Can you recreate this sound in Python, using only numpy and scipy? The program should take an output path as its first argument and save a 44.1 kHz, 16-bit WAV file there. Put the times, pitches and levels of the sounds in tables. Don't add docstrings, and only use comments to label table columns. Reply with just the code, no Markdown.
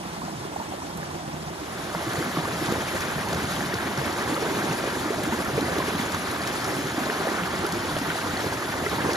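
import sys
import numpy as np
from scipy import signal
from scipy.fft import rfft, irfft, next_fast_len
from scipy.io import wavfile
from scipy.ndimage import uniform_filter1d, map_coordinates

SR = 44100
rng = np.random.default_rng(int(sys.argv[2]) if len(sys.argv) > 2 else 0)


def materialize(psi):
    bounded = np.clip(np.atleast_2d(psi).T, -1, 1)
    quanta = np.round(bounded * 32767).astype(np.int16)
    wavfile.write(sys.argv[1], SR, quanta)


N = 403956


def amp(db):
    return 10 ** (np.asarray(db) / 20)


def unit(x):
    mid = np.atleast_2d(x).mean(0)
    return x / np.sqrt(np.mean(mid ** 2) + 1e-20)


def curves(rows):
    time_s, *columns = np.transpose(rows)
    return [np.interp(np.arange(N) / SR, time_s, column) for column in columns]


def wobble(rate):
    knots = rng.standard_normal(int(N * rate / SR) + 4)
    return unit(map_coordinates(knots, [np.arange(N) * rate / SR]))


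def filtered(x, response):
    size = next_fast_len(N + SR // 4)
    hz = np.fft.rfftfreq(size, 1 / SR)
    return irfft(rfft(x, size) * response(hz), size)[..., :N]


def above(hz, edge_hz):
    return hz ** 4 / (hz ** 4 + edge_hz ** 4)


def ports(lead, hz):
    lead_hz, lead_rad, balance_db = np.transpose(lead)
    gain = amp(np.interp(hz, lead_hz, balance_db) / 2)
    left = gain * np.exp(.5j * np.interp(hz, lead_hz, lead_rad))
    return np.array([left, 1 / left])


PITCH_RISE = .015


def bubbles(start, hz, gain, cycles, size):
    turns = hz[:, None] * np.arange(size) / SR
    u = turns / cycles
    envelope = gain[:, None] * np.e * u * np.exp(-u)
    wave = envelope * np.sin(2 * np.pi * turns * (1 + PITCH_RISE * (u - 2)))
    at = np.round(start * SR).astype(int)[:, None] + np.arange(size)
    return np.bincount(at.ravel(), wave.ravel(), N + size)[:N]


def swarm(count, low_hz, high_hz, cycles, spread_db, size):
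    when, pitch, chance = rng.random((3, count))
    hz = low_hz * (high_hz / low_hz) ** pitch
    loud = np.minimum(-np.log(1 - chance), 3.5)
    return unit(bubbles(when * N / SR, hz, hz * amp(spread_db * loud), cycles, size=size))


def white_water():
    z = signal.stft(rng.standard_normal((2, N)), nperseg=256)[2]
    patches = rng.standard_normal(z.shape[1:])
    patches = uniform_filter1d(uniform_filter1d(patches, 8, 0), 8, 1)
    patch_gain = amp(1.42 * patches / patches.std())
    direct, scattered = signal.istft(z * patch_gain, nperseg=256)[1][:, :N]
    direct += amp(-22) * swarm(count=500, low_hz=121.0, high_hz=573, cycles=1.6, spread_db=1.0, size=3000)
    direct += amp(-14.5) * swarm(count=3000, low_hz=546.7, high_hz=2518, cycles=3.52, spread_db=1.0, size=1500)
    direct += amp(-11.5) * swarm(count=4000, low_hz=2482, high_hz=12860, cycles=8.2, spread_db=2.5, size=700)
    return direct, scattered


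SPLITS_HZ = [240, 600, 2500]
# rumble_db, burble_db, rush_db, spray_db
WANDER_DB = (0.51, 0.48, 0.23, 1)


def rush(spot, lead, levels_db, calm=1, rumble_db=0, burble_db=0, body_db=0):
    spot_hz, level_db, alike = np.transpose(spot)
    size = next_fast_len(N)
    hz = np.fft.rfftfreq(size, 1 / SR)
    direct, scattered = [rfft(stream, size) for stream in white_water()]
    colour_db = np.interp(np.log(hz + 1), np.log(spot_hz), level_db)
    colour = amp(colour_db) * above(hz, 26) * ports(lead, hz)
    turn = np.arccos(np.clip(np.interp(hz, spot_hz, alike), 0, 1)) / 2
    pair = colour * (np.cos(turn) * direct + np.sin(turn) * scattered * [[1], [-1]])

    shares = -np.diff([hz ** 0, *[above(hz, edge) for edge in SPLITS_HZ], 0 * hz], axis=0)
    bands = []
    for share, db, drift_db in zip(shares, levels_db, WANDER_DB):
        band = unit(irfft(pair * np.sqrt(share), size)[:, :N])
        bands.append(amp(db + calm * drift_db * wobble(4.5)) * band)
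    rumble, burble, body, spray = bands

    surge_db = calm * (0.5 * wobble(9) + 1.11 * wobble(45))
    low = amp(rumble_db) * rumble + amp(burble_db) * burble
    return low + amp(body_db + 0.33 * surge_db) * body + amp(surge_db) * spray


# pitch_hz, level_db, left_right_likeness (0-1)
QUIET_SPOT = [(35, -11, .92), (66, -4, 0.9), (77, -2, .92), (88, 6, .93), (104, -5, .97), (152, 0, .98),
              (205, 1, .96), (265, -4.5, .95), (328, -1, 1), (460, -8.5, 0.6), (780, -7, 0.83),
              (1380, -14.5, 0.1), (2300, -21.5, 0.15), (3640, -23.5, .5), (5300, -24, 0.3), (9900, -29, 0),
              (12100, -35, .99), (15700, -41, 1)]
# pitch_hz, left_lead_rad, left_minus_right_db
QUIET_LEAD = [(0, 0, -1.5), (520, -1.5, -1), (800, -1.6, -4.5), (1400, -1.8, 0), (2300, -3.2, 0),
              (3700, -6.7, 2.2), (5300, -9.5, 1.5), (7000, -12.3, 1), (9300, -16, -6.5), (11200, -18.8, 0),
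              (12800, -18.9, 0), (14000, -21.99, 0)]
# rumble_db, burble_db, rush_db, spray_db
QUIET_DB = (-43.5, -48.5, -43.5, -47.5)


def quiet_stream():
    return rush(QUIET_SPOT, QUIET_LEAD, QUIET_DB, calm=.4)


# pitch_hz, level_db, left_right_likeness (0-1)
CASCADE = [(34, -15, .97), (88, 3, .99), (144, 1.5, 0.92), (367, 2.5, 0.93), (467, -3, 0.63),
           (975, -6, 0.89), (1650, -7.5, 0.66), (2630, -17, 0.09), (3480, -16.5, 0.62), (5030, -19.5, 0.53),
           (6260, -21, 0.65), (7600, -18.0, 1.0), (9200, -21.5, 1.0), (11460, -26.0, .9), (13800, -27.5, 1),
           (15500, -30, 1)]
# pitch_hz, left_lead_rad, left_minus_right_db
CASCADE_LEAD = [(0, 0, -.3), (400, -.4, -1.4), (1100, -.7, -2.6), (1900, -1.4, 1), (2700, -1.1, 4.5),
                (3300, .3, 3), (4800, .75, 3.7), (6900, -1.1, 1.5), (7700, -2.95, 0), (8900, -3.35, 0),
                (10400, -6.1, 0), (12300, -6.4, 0), (13900, -9.35, 0), (14500, -9.42, 0)]
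# rumble_db, burble_db, rush_db, spray_db
CASCADE_DB = (-38.5, -43, -35.5, -39.5)
# time_s, rumble_db
RUMBLE = [(1.9, -5.5), (2.5, 0.5), (3.2, 3.5), (4.1, -1), (4.7, -1.5), (5.4, 2), (6.1, 2.3), (7.0, -1),
          (7.8, 2), (8.6, 1), (9.16, 1)]
# time_s, burble_db, rush_db
SWELL = [(1.9, -1, -1.5), (2.4, 4, -0.8), (2.75, -3, 1), (3.05, -6, 0.8), (3.6, -5, 0.5), (4.05, 1, 1),
         (4.35, 8.5, 1.2), (4.9, 3.5, 0.5), (5.3, 4, -1.5), (5.8, 3.5, 1.3), (6.15, -19, 1.5),
         (6.5, -1, 1.5), (6.8, 4.5, -2), (7.05, -6, 3), (7.28, 5, 2.5), (7.38, -2, 3), (7.6, -11, 1.8),
         (8.3, -4, 1), (8.65, -1, -1), (9.16, 0, 3.5)]


def cascade_stream():
    return rush(CASCADE, CASCADE_LEAD, CASCADE_DB, 0.72, *curves(RUMBLE), *curves(SWELL))


# time_s, pitch_hz, level_db
HUM = [(0.0, 173.3, -47), (0.2, 166.7, -46), (0.33, 159, -40), (0.4, 139.5, -45), (0.5, 159.8, -51),
       (0.8, 148, -50), (0.9, 157.5, -43.5), (1.1, 149, -43.5), (1.19, 166, -46), (1.27, 149.6, -43),
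       (1.45, 151.7, -43), (1.55, 160, -52), (1.7, 156, -58)]
OVERTONE_DB = -10.5


def hum():
    hz, db = curves(HUM)
    phase = 2 * np.pi * np.cumsum(hz + 4 * wobble(12)) / SR
    note = amp(1.5 * wobble(17.47)) * np.sin(phase)
    octave = amp(OVERTONE_DB + 4.3 * wobble(9.7)) * np.sin(2 * phase)
    return np.sqrt(2) * amp(db) * (note + octave)


# time_s, second_spot_share (0-1)
FADE = [(1.45, 0.03), (1.75, .3), (2.0, .7), (2.2, 1)]


def at_cascade(share):
    fade_end_s = FADE[-1][0]
    return fade_end_s + (N / SR - fade_end_s) * share


SPIT_DB, SPIT_TOP_DB, SPIT_SPREAD_DB = -29.5, -12, 5
# peak_s, level_db, top_band_against_whole_db
SPLASHES = [(0.974, -41, 10.5), (1.944, -36, -5.6), (2.134, -28, -5), (2.662, -26, -15.6), (2.724, -26, -9),
            (3.008, -24.5, -4), (3.331, -24, -10), (3.742, -22, -17), (3.976, -27, -10), (5.236, -34, 9),
            (5.449, -35, 6), (5.61, -26, -13), (5.786, -25.5, -4), (6.146, -31, 3), (6.314, -32, 5),
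            (6.475, -25, -9), (6.645, -24, -7), (7.666, -23, -5), (7.724, -22.5, -5), (7.988, -24.5, -8),
            (9.134, -22, -10)]


def noise_band(low_hz, high_hz):
    noise = rng.standard_normal(N)
    return unit(filtered(noise, lambda hz: above(hz, low_hz) * (1 - above(hz, high_hz))))


def splashes(count=18):
    t = np.arange(N) / SR
    whole, top = np.zeros(N), np.zeros(N)
    when, loud, bright = rng.random((count, 3)).T
    spit_db = SPIT_DB + SPIT_SPREAD_DB * (2 * loud - 1)
    spit_top_db = SPIT_TOP_DB + SPIT_SPREAD_DB * (2 * bright - 1)
    for s, db, top_db in [*SPLASHES, *zip(at_cascade(when), spit_db, spit_top_db)]:
        near = slice(max(round(s * SR) - 400, 0), round(s * SR) + 1200)
        u = t[near] - s
        puff = np.where(u < 0, np.exp(-(u / 0.0017) ** 2), np.exp(-u / 0.0035))
        whole[near] += amp(db) * puff
        top[near] += amp(db + top_db) * puff
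    spray = whole * noise_band(2900, 7900) + top * noise_band(7800, 10000)
    return spray / 2


CYCLES_AT_1K, CYCLES_GROW = 1.5, 0.36
STRAY_DB, STRAY_SPREAD_DB, FALL_DB = -34, 6, 1
CLOUD_S, CLOUD_DB, CLOUD_OCTAVES = .02, -10, 0.72
# start_s, level_db, pitch_hz, cycles_to_peak
GURGLES = [(0.218, -23.5, 970, 1.4), (0.229, -30, 250, 0.98), (0.25, -35, 206, 4.5), (0.28, -27, 744, 2.6),
           (0.375, -35, 130, 1.8), (0.45, -27.5, 365, 1.3), (0.82, -29, 950, 2), (0.561, -21, 796, 1.8),
           (0.6, -25, 900, 1.8), (0.612, -30, 885, 4), (0.68, -35.5, 325, 4), (0.721, -27, 760, 1.3),
           (0.737, -31, 530.0, 1.9), (1.03, -29, 1586, 1.6), (1.5, -35, 160.5, 2), (1.615, -32, 298, 2.5),
           (1.949, -16, 965, 0.45), (1.951, -30, 1890, 2.3), (1.952, -28.5, 167.0, 1.4),
           (1.989, -35.0, 2830.0, 4.4), (2.067, -23.5, 316, 1.4), (2.07, -32, 119, 1.4),
           (2.155, -27, 1890.0, 2.5), (2.182, -23.0, 143, 0.59), (2.191, -25, 400.0, 1.4),
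           (2.205, -24, 324, 2), (2.216, -25, 440.0, 1.1), (2.226, -20.0, 1500.0, 1.1),
           (2.262, -24, 1230, 1.5), (2.368, -24.0, 1135, 2.6), (2.372, -17, 295, 0.66),
           (2.374, -24, 155, 1.7), (2.388, -26, 670.0, 0.8), (2.452, -25, 1130, 3.3),
           (2.477, -21, 500.0, 0.52), (2.683, -19, 840, 0.83), (2.687, -23.5, 166, 0.86),
           (2.705, -23, 251, 1.1), (2.723, -13, 308, 0.43), (2.735, -26, 380, 1.1),
           (2.883, -25, 2380.0, 1.6), (2.945, -24, 520, 1.8), (3.153, -27, 145, 1.8),
           (3.269, -28.0, 930, 3.5), (3.322, -26.5, 168, 1.7), (3.329, -22, 640, 0.89),
           (3.333, -22, 396, 0.7), (3.359, -29, 530.0, 0.64), (3.454, -26.0, 4490.0, 2.2),
           (3.568, -25, 1080, 1.3), (3.607, -16, 1580, 0.79), (3.61, -23.5, 670.0, 1.3),
           (3.614, -27, 210.0, 0.84), (3.725, -25, 1780.0, 3.8), (3.736, -20.0, 1490, 1.6),
           (3.737, -19, 352, 0.7), (3.976, -25, 139, 2), (4.013, -24.0, 535, 1.1), (4.322, -19, 285, 1.1),
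           (4.344, -24, 4230.0, 2.2), (4.363, -20.5, 1230, 2.2), (4.377, -24, 533, 1.1),
           (4.424, -21, 427, 1.5), (4.482, -25, 560.0, 1.1), (4.512, -21, 290, 1.2), (4.523, -25, 370, 1.2),
           (4.574, -26, 340, 1.1), (4.631, -22, 292, 1.3), (4.682, -23, 340, 0.78), (4.704, -22, 142, 0.64),
           (4.711, -28, 2650, 4.3), (4.84, -19, 550, 0.37), (4.874, -19.5, 382, 0.92),
           (4.93, -22, 377, 1.1), (5.057, -24, 320, 1), (5.104, -17.5, 397, 1.3), (5.132, -25, 660, 3.5),
           (5.239, -31, 338, 1.3), (5.254, -17.5, 1330.0, 0.85), (5.274, -19, 312, 1),
           (5.322, -21, 220, 0.99), (5.323, -20.5, 890, 2.8), (5.387, -19, 347, 1), (5.459, -24, 1340, 2.9),
           (5.53, -29, 132.0, 1.8), (5.544, -29, 125.0, 1.0), (5.578, -15.5, 427, 1.1),
           (5.598, -22, 840.0, 1.1), (5.608, -29, 4040, 4.9), (5.609, -22.5, 278, 2.4),
           (5.627, -23, 330, 1.1), (5.68, -25, 640, 2.5), (5.715, -26.5, 170, 1), (5.722, -24, 533, 0.96),
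           (5.764, -20, 382, 1.2), (5.782, -19, 285, 0.97), (5.789, -20, 474, 0.83),
           (5.8, -20.5, 1010, 2.9), (5.823, -28, 990, 3.9), (5.88, -22, 390, 1.5),
           (5.954, -28, 3170.0, 2.0), (5.996, -20, 204, 0.6), (6.145, -21, 1190.0, 1.9),
           (6.272, -25, 1210, 2.1), (6.404, -28.0, 665, 3.1), (6.418, -27, 4490.0, 2.2),
           (6.44, -29, 2180, 4.1), (6.65, -26.0, 1350, 3.4), (6.839, -29, 141, 1.3),
           (6.977, -20, 280.0, 1.2), (7.013, -23, 247, 1.5), (7.065, -27, 610, 3.3),
           (7.069, -22, 1010, 1.6), (7.094, -21.5, 392, 1.3), (7.1, -18, 1680.0, 1.2), (7.25, -25, 627, 3),
           (7.27, -18.5, 504, 1.1), (7.272, -23, 740, 2), (7.286, -22, 320, 1.4), (7.287, -20, 1730, 1.3),
           (7.314, -22.5, 350.0, 1.4), (7.398, -24, 1260.0, 2.2), (7.417, -27, 169, 1.8),
           (7.435, -24, 2520.0, 1.4), (7.645, -18.0, 360, 0.84), (7.651, -21.5, 1350, 2.7),
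           (7.9, -31, 4490.0, 5.1), (7.915, -27, 148, 2.1), (7.966, -15.5, 474, 0.27),
           (7.967, -22.5, 3170.0, 1.5), (8.011, -23.5, 262, 1.8), (8.079, -27, 156, 1.4),
           (8.102, -24, 1470, 4.5), (8.103, -26, 1780, 4), (8.21, -28, 1550, 6), (8.156, -21, 670.0, 0.88),
           (8.244, -25, 284, 1.8), (8.335, -19, 238, 0.46), (8.366, -24.0, 1780.0, 2.4),
           (8.371, -26, 700, 1.2), (8.372, -24, 4200, 3.2), (8.441, -21, 390, 0.93),
           (8.524, -21.5, 900, 1.3), (8.625, -22, 1170, 2), (8.837, -20, 600, 0.91), (8.862, -22.5, 393, 2),
           (8.862, -22.5, 1950, 4.6), (8.866, -25, 1320, 4.7), (8.982, -25, 880, 2.6),
           (8.994, -29, 1040, 2.7), (9.057, -22.5, 374, 1.5), (9.089, -17.5, 460, 1.2),
           (9.119, -22, 295, 0.42), (9.15, -24.0, 1590.0, 2.4)]


def ring_cycles(hz):
    return CYCLES_AT_1K * (hz / 1000) ** CYCLES_GROW


def gurgles(count=40, count_torn=1):
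    when, pitch, loud = rng.random((count, 3)).T
    octaves = 3.2 * pitch
    hz = 300 * 2 ** octaves
    stray_db = STRAY_DB + STRAY_SPREAD_DB * (2 * loud - 1) - FALL_DB * octaves
    stray = [at_cascade(when), stray_db, hz, ring_cycles(hz)]

    s, db, hz, _ = np.repeat(GURGLES, count_torn, axis=0).T
    late, higher = rng.random((len(s), 2)).T
    octaves = CLOUD_OCTAVES * higher
    hz = hz * 2 ** octaves
    cloud_s = np.clip(s + CLOUD_S * late, 0, N / SR)
    cloud = [cloud_s, db + CLOUD_DB - FALL_DB * octaves, hz, ring_cycles(hz)]

    s, db, hz, cycles = np.hstack([np.transpose(GURGLES), stray, cloud])
    return bubbles(s, hz, amp(db), cycles[:, None], size=4096)


def scene():
    angle = np.clip(curves(FADE)[0], 0, 1) * np.pi / 2
    fade_out, fade_in = np.cos(angle), np.sin(angle)
    close = gurgles() + splashes()
    second = np.arange(N) > 1.7 * SR
    first_close = close * ~second + fade_out * hum()
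    first_spot = fade_out * quiet_stream() + filtered(first_close, lambda hz: ports(QUIET_LEAD, hz))
    cascade_close = filtered(close * second, lambda hz: ports(CASCADE_LEAD, hz))
    return first_spot + fade_in * cascade_stream() + cascade_close


TOP_HZ = 15750


def record(dry):
    def response(hz):
        lift_db = 5 * np.clip((hz - 14000) / 1600, 0, 1)
        return amp(lift_db) * (hz < TOP_HZ)
    return filtered(dry, response)


dry = scene()
out = record(dry)
materialize(out)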